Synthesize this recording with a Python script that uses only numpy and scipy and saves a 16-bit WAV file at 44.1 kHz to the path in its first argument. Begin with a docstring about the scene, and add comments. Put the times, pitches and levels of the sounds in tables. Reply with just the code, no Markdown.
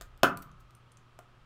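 """A workbench in a small room with a fan and mains hum; the bench's direct sound stands above the room tail.
A steel point clicks on the glass back of a phone lying on a mat: short noise ticks and weak body modes.
The glass snaps in two noise bursts, the tool knocks the phone on the bench (decaying modes), and it chatters.
Small cracks tick, one of them before the snap, broken edges grate, and the point is set down again.
The microphone hears it all through reflections, a lingering resonance and a steep treble cut."""
import sys
import numpy as np
from scipy import signal
from scipy.fft import rfft, irfft, next_fast_len
from scipy.io import wavfile

SR = 44100
rng = np.random.default_rng(int(sys.argv[2]) if len(sys.argv) > 2 else 0)


def store_wav(level_fs):
    """Save 16-bit WAV to argv[1]."""
    pcm = np.round(np.clip(np.atleast_2d(level_fs), -1, 1) * 32767)
    wavfile.write(sys.argv[1], SR, pcm.T.astype(np.int16))


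N = 63945  # samples, 1.45 s


def from_db(db):
    """Decibels to amplitude gain."""
    return 10 ** (np.asarray(db) / 20)


def rms_one(x):
    """Scale to unit rms."""
    return x / np.sqrt(np.mean(x ** 2) + 1e-20)


def at_hz(points, hz):
    """Read a frequency table on a logarithmic axis."""
    f, v = np.transpose(points)
    return np.interp(np.log(np.maximum(hz, 1)), np.log(f), v)


def seconds():
    """Time axis in seconds."""
    return np.arange(N) / SR


def dying(t60):
    """Exponential decay from 1, falling 60 dB in t60 seconds."""
    return np.exp(-np.log(1000) * seconds() / t60)


def at_time(x, s):
    """Delay a sound to its moment."""
    return np.concatenate([np.zeros(int(s * SR)), x])[:N]


def filtered(x, order, edge_hz, kind):
    """Butterworth filter: 'low', 'high' or 'band'."""
    return signal.sosfilt(signal.butter(order, edge_hz, kind, fs=SR, output="sos"), x)


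def resonance(x, hz, width_hz):
    """A band-pass peak with gain 1 on top."""
    b, a = signal.iirpeak(hz, hz / width_hz, fs=SR)
    return signal.lfilter(b, a, x + 1e-18)


def coloured(x, points):
    """Causal minimum-phase filter with the given spectrum."""
    size = 2 * next_fast_len(N)
    hz = np.arange(size // 2 + 1) * SR / size
    cepstrum = irfft(np.log(from_db(at_hz(points, hz))))
    # Folding the cepstrum onto positive time makes the phase minimal
    cepstrum[1:size // 2] *= 2
    cepstrum[size // 2 + 1:] = 0
    response = np.exp(rfft(cepstrum))
    return irfft(rfft(x, size) * response)[:N]


def burst(t60):
    """A dense run of tiny contacts or fractures: dying noise with the same energy at every draw."""
    envelope = dying(t60)
    x = rng.standard_normal(N) * envelope
    return x * np.sqrt(np.sum(envelope ** 2) / np.sum(x ** 2))


# Room air spectrum, before the overall level: f/Hz, level/dB
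AIR_COLOUR = [(25, 0.5), (60, -7.5), (110, -2.5), (170, -9), (300, -16), (800, -17), (1500, -17.5),
              (1900, -23), (2800, -22.5), (4000, -30), (8000, -41.5), (15000, -52.5)]
AIR_DB = -62  # overall rms


def room_air():
    """Broadband noise of the room's air."""
    return from_db(AIR_DB) * rms_one(coloured(rng.standard_normal(N), AIR_COLOUR))


FAN_HZ, FAN_WIDTH_HZ, FAN_DB = 1200, 160, -71


def fan():
    """The fan's resonance: noise through one peak."""
    return from_db(FAN_DB) * rms_one(resonance(rng.standard_normal(N), FAN_HZ, FAN_WIDTH_HZ))


# Steady hum tones: f/Hz, rms level/dB
HUM_TONES = [(120, -63.5), (361, -79.5), (1281, -76), (3198, -85.5)]


def hum():
    """Steady sine tones, each starting at a random phase."""
    out = np.zeros(N)
    for hz, db in HUM_TONES:
        tone = np.sin(2 * np.pi * (hz * seconds() + rng.random()))
        out += from_db(db) * rms_one(tone)
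    return out


# Low rumble of the bench under the hands: t/s, level/dB
RUMBLE_LEVEL = [(0, -54), (0.2, -55), (0.35, -59), (0.579, -55), (0.8, -66.5), (1.0, -72), (1.45, -69)]
RUMBLE_TOP_HZ = 53.7


def bench_rumble():
    """Low band of noise whose level drifts along the table."""
    rumble = rms_one(filtered(rng.standard_normal(N), 2, [RUMBLE_TOP_HZ / 3, RUMBLE_TOP_HZ], "band"))
    level_db = np.interp(seconds(), *np.transpose(RUMBLE_LEVEL))
    return rumble * from_db(level_db)


def background():
    """Everything that sounds without the tool: air, fan, hum and bench."""
    return room_air() + fan() + hum() + bench_rumble()


# Room tail energy relative to the direct sound: f/Hz, level/dB
ROOM_COLOUR = [(100, -2), (280, -5), (680, -8), (1200, -4), (2000, -3), (4000, -9.5), (8000, -8),
               (15000, -8)]
# Room decay: f/Hz, t60/s
ROOM_T60 = [(100, 0.97), (280, 0.3), (700, 0.32), (1200, 0.34), (2000, .23), (5000, 0.16), (14000, .16)]
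ROOM_DELAY_S, ROOM_BUILD_S = 0.002, 0.0013


def room(x):
    """Diffuse reflections that build up quickly and die band by band."""
    edges = np.geomspace(70, 17000, 17)  # Hz
    build = 1 - np.exp(-seconds() / ROOM_BUILD_S)
    white, tail = rng.standard_normal((2, N)), np.zeros(N)
    for k, (low, high) in enumerate(zip(edges, edges[1:])):
        hz = np.sqrt(low * high)
        # Neighbouring bands use different noise; reversal puts the filter's ringing before each sample
        band = filtered(white[k % 2], 2, [low, high], "band")[::-1]
        band = rms_one(band * build * dying(at_hz(ROOM_T60, hz)))
        share = np.sqrt(2 * (high - low) / SR / N)  # the band's share of a unit click
        tail += from_db(at_hz(ROOM_COLOUR, hz)) * band * share
    return signal.fftconvolve(x, at_time(tail, ROOM_DELAY_S))[:N]


LINGER_HZ, LINGER_WIDTH_HZ, LINGER_T60_S, LINGER_DB = 1190, 260, 0.9, -32


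def lingering(x):
    """A narrow cluster of slow room resonances: dying noise, peaked twice, as an impulse response."""
    ring = rng.standard_normal(N)
    for _ in range(2):
        ring = resonance(ring, LINGER_HZ, LINGER_WIDTH_HZ)
    ring = rms_one(ring * dying(LINGER_T60_S)) / np.sqrt(N)  # unit energy
    return from_db(LINGER_DB) * signal.fftconvolve(x, ring)[:N]


# Glass edges grating: t/s, length/s, level/dB before the colour
GRATES = [(0.42, 0.014, -52), (0.593, 0.024, -67.5)]
# Spectrum of small glass sounds, for grating and ticks: f/Hz, level/dB
SMALL_GLASS_COLOUR = [(500, -11), (1500, -3), (3000, 1), (6000, 0), (9500, 0), (11500, -3.5), (14500, 4),
                      (16000, -8.5)]
GRAINS_PER_S = 3800  # mean rate


def grating():
    """Short swells of fine random grains where broken edges rub."""
    is_grain = rng.random(N) < GRAINS_PER_S / SR
    grains = rms_one(rng.standard_normal(N) * is_grain)
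    swell = np.zeros(N)
    for s, length, db in GRATES:
        progress = np.clip((seconds() - s) / length, 0, 1)
        swell += from_db(db) * np.sin(np.pi * progress)
    return coloured(grains * swell, SMALL_GLASS_COLOUR)


# Cracks creeping through the pane, levels before the colour:
# t/s, level/dB, t60/s, ring f/Hz, ring level/dB re the tick, top edge f/Hz
TICKS = [(0.176, -54.5, 0.0072, 5500, -12, 16100), (0.3730, -36.5, 0.013, 8500, -20.5, 15500),
         (0.4228, -46.5, 0.008, 13100, 11.5, 16000), (0.5161, -54.5, .004, 6100, 2, 10800),
         (0.7073, -55.5, .008, 9200, 0, 12800), (0.7510, -51.5, .006, 9100, 9.5, 14300),
         (0.9186, -56.5, 0.027, 9400, 9, 10400), (0.9712, -56, 0.025, 6700, 7, 10000)]
SHARD_WIDTH_HZ = 1000


def ticks():
    """Each small crack is a bright noise tick, coloured by the damped ring of a shard."""
    out = np.zeros(N)
    for s, db, t60, hz, ring_db, top_hz in TICKS:
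        tick = burst(t60)
        tick = tick + from_db(ring_db) * resonance(tick, hz, SHARD_WIDTH_HZ)
        out += from_db(db) * at_time(filtered(tick, 3, top_hz, "low"), s)
    return coloured(out, SMALL_GLASS_COLOUR)


def mode(hz, t60):
    """One struck resonance: a decaying sine."""
    return np.sin(2 * np.pi * hz * seconds()) * dying(t60)


# Phone, tool and bench ring together, before random variation and contact: f/Hz, level/dB, t60/s
BODY_MODES = [(152.5, -34.5, .6), (188.1, -37.5, 0.44), (285.2, -28, 0.28), (393.4, -21, .06),
              (448.5, -26.5, .14), (545.5, -24, .03), (693, -8.5, .036), (815, -16, 0.023),
              (1044, -18, 0.044), (1210.3, -18, 0.062), (1390, -20.5, 0.047), (1532, -26.5, 0.03),
              (2604, -13.5, 0.012), (4480, -24, 0.0024), (5700, -13, 0.0026)]
CONTACT_HZ, VARY_DB = 4350, 1.5  # contact low-pass; spread of mode levels from blow to blow


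def body():
    """One blow on phone and bench: a sum of modes, softened by the contact."""
    rings = np.zeros(N)
    for hz, db, t60 in BODY_MODES:
        rings += from_db(db + VARY_DB * rng.standard_normal()) * mode(hz, t60)
    return -filtered(rings, 1, CONTACT_HZ, "low")


# Point touching the glass, before the filters: t/s, body level/dB, contact tick level/dB
TOUCHES = [(0.0114, -35, -34.5), (0.0203, -43.5, -39.5), (1.1898, -33.5, -45)]
# Spectrum of the contact tick: f/Hz, level/dB
TOUCH_COLOUR = [(300, 0), (700, 3), (1200, 7), (1800, -1), (2800, -0.5), (4000, -0.5), (6000, -2),
                (9000, -1.5), (11500, -9), (14500, -6)]
TOUCH_T60_S, TOUCH_LOW_CUT_HZ = 0.014, 420


def touches():
    """Light contacts of the point: a tick and a little of the body, too weak to move the bench."""
    knocks, tips = np.zeros(N), np.zeros(N)
    for s, body_db, tick_db in TOUCHES:
        knocks += from_db(body_db) * at_time(body(), s)
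        tips += from_db(tick_db) * at_time(burst(TOUCH_T60_S), s)
    return filtered(knocks, 2, TOUCH_LOW_CUT_HZ, "high") + coloured(tips, TOUCH_COLOUR)


# The pane snaps, before the colour: t/s, level/dB
SNAPS = [(0.2323, -9.5), (0.2353, -16)]
# Spectrum of the snaps: f/Hz, level/dB
SNAP_COLOUR = [(150, 0), (600, 16), (1500, 1.5), (2700, -0.5), (3600, 0), (5500, -2.5), (7500, -12.5),
               (9300, -6.5), (11000, -13), (13200, -9), (16000, -8.5)]
SNAP_T60_S = 0.011


def snaps():
    """The glass breaks in dense bursts of fracture noise."""
    out = sum(from_db(db) * at_time(burst(SNAP_T60_S), s) for s, db in SNAPS)
    return coloured(out, SNAP_COLOUR)


KNOCK_S, KNOCK_DB, KNOCK_LOW_CUT_HZ = 0.2344, -0.5, 170  # level is a gain on the body modes


def knock():
    """The tool drives the phone onto the bench and rings the body modes."""
    blow = from_db(KNOCK_DB) * at_time(body(), KNOCK_S)
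    return filtered(blow, 2, KNOCK_LOW_CUT_HZ, "high")


# Spectrum of the phone's chatter on the bench: f/Hz, level/dB
CHATTER_COLOUR = [(100, -13.5), (250, 2), (600, -2), (850, -5.5), (1150, 2.5), (1550, 2.5), (1900, -13),
                  (2700, -9), (3400, -23), (15000, -34.5)]
CHATTER_S, CHATTER_DB, CHATTER_T60_S = 0.2395, -7.5, 0.1  # level before the colour


def chatter():
    """Just after the knock the phone chatters to rest: a dying run of dense contacts."""
    contacts = from_db(CHATTER_DB) * at_time(burst(CHATTER_T60_S), CHATTER_S)
    return coloured(contacts, CHATTER_COLOUR)


def scene():
    """Glass and tool in the room, over the background."""
    direct = grating() + ticks() + touches() + snaps() + knock() + chatter()
    return (background() + room(direct) + lingering(direct) + direct)[None]


CUTOFF_HZ = 15700


def record(dry):
    """The microphone signal loses its top to a steep elliptic low-pass."""
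    low_pass = signal.ellip(10, 0.2, 80, CUTOFF_HZ, fs=SR, output="sos")  # ripple dB, rejection dB
    return signal.sosfilt(low_pass, dry)


dry = scene()
out = record(dry)
store_wav(out)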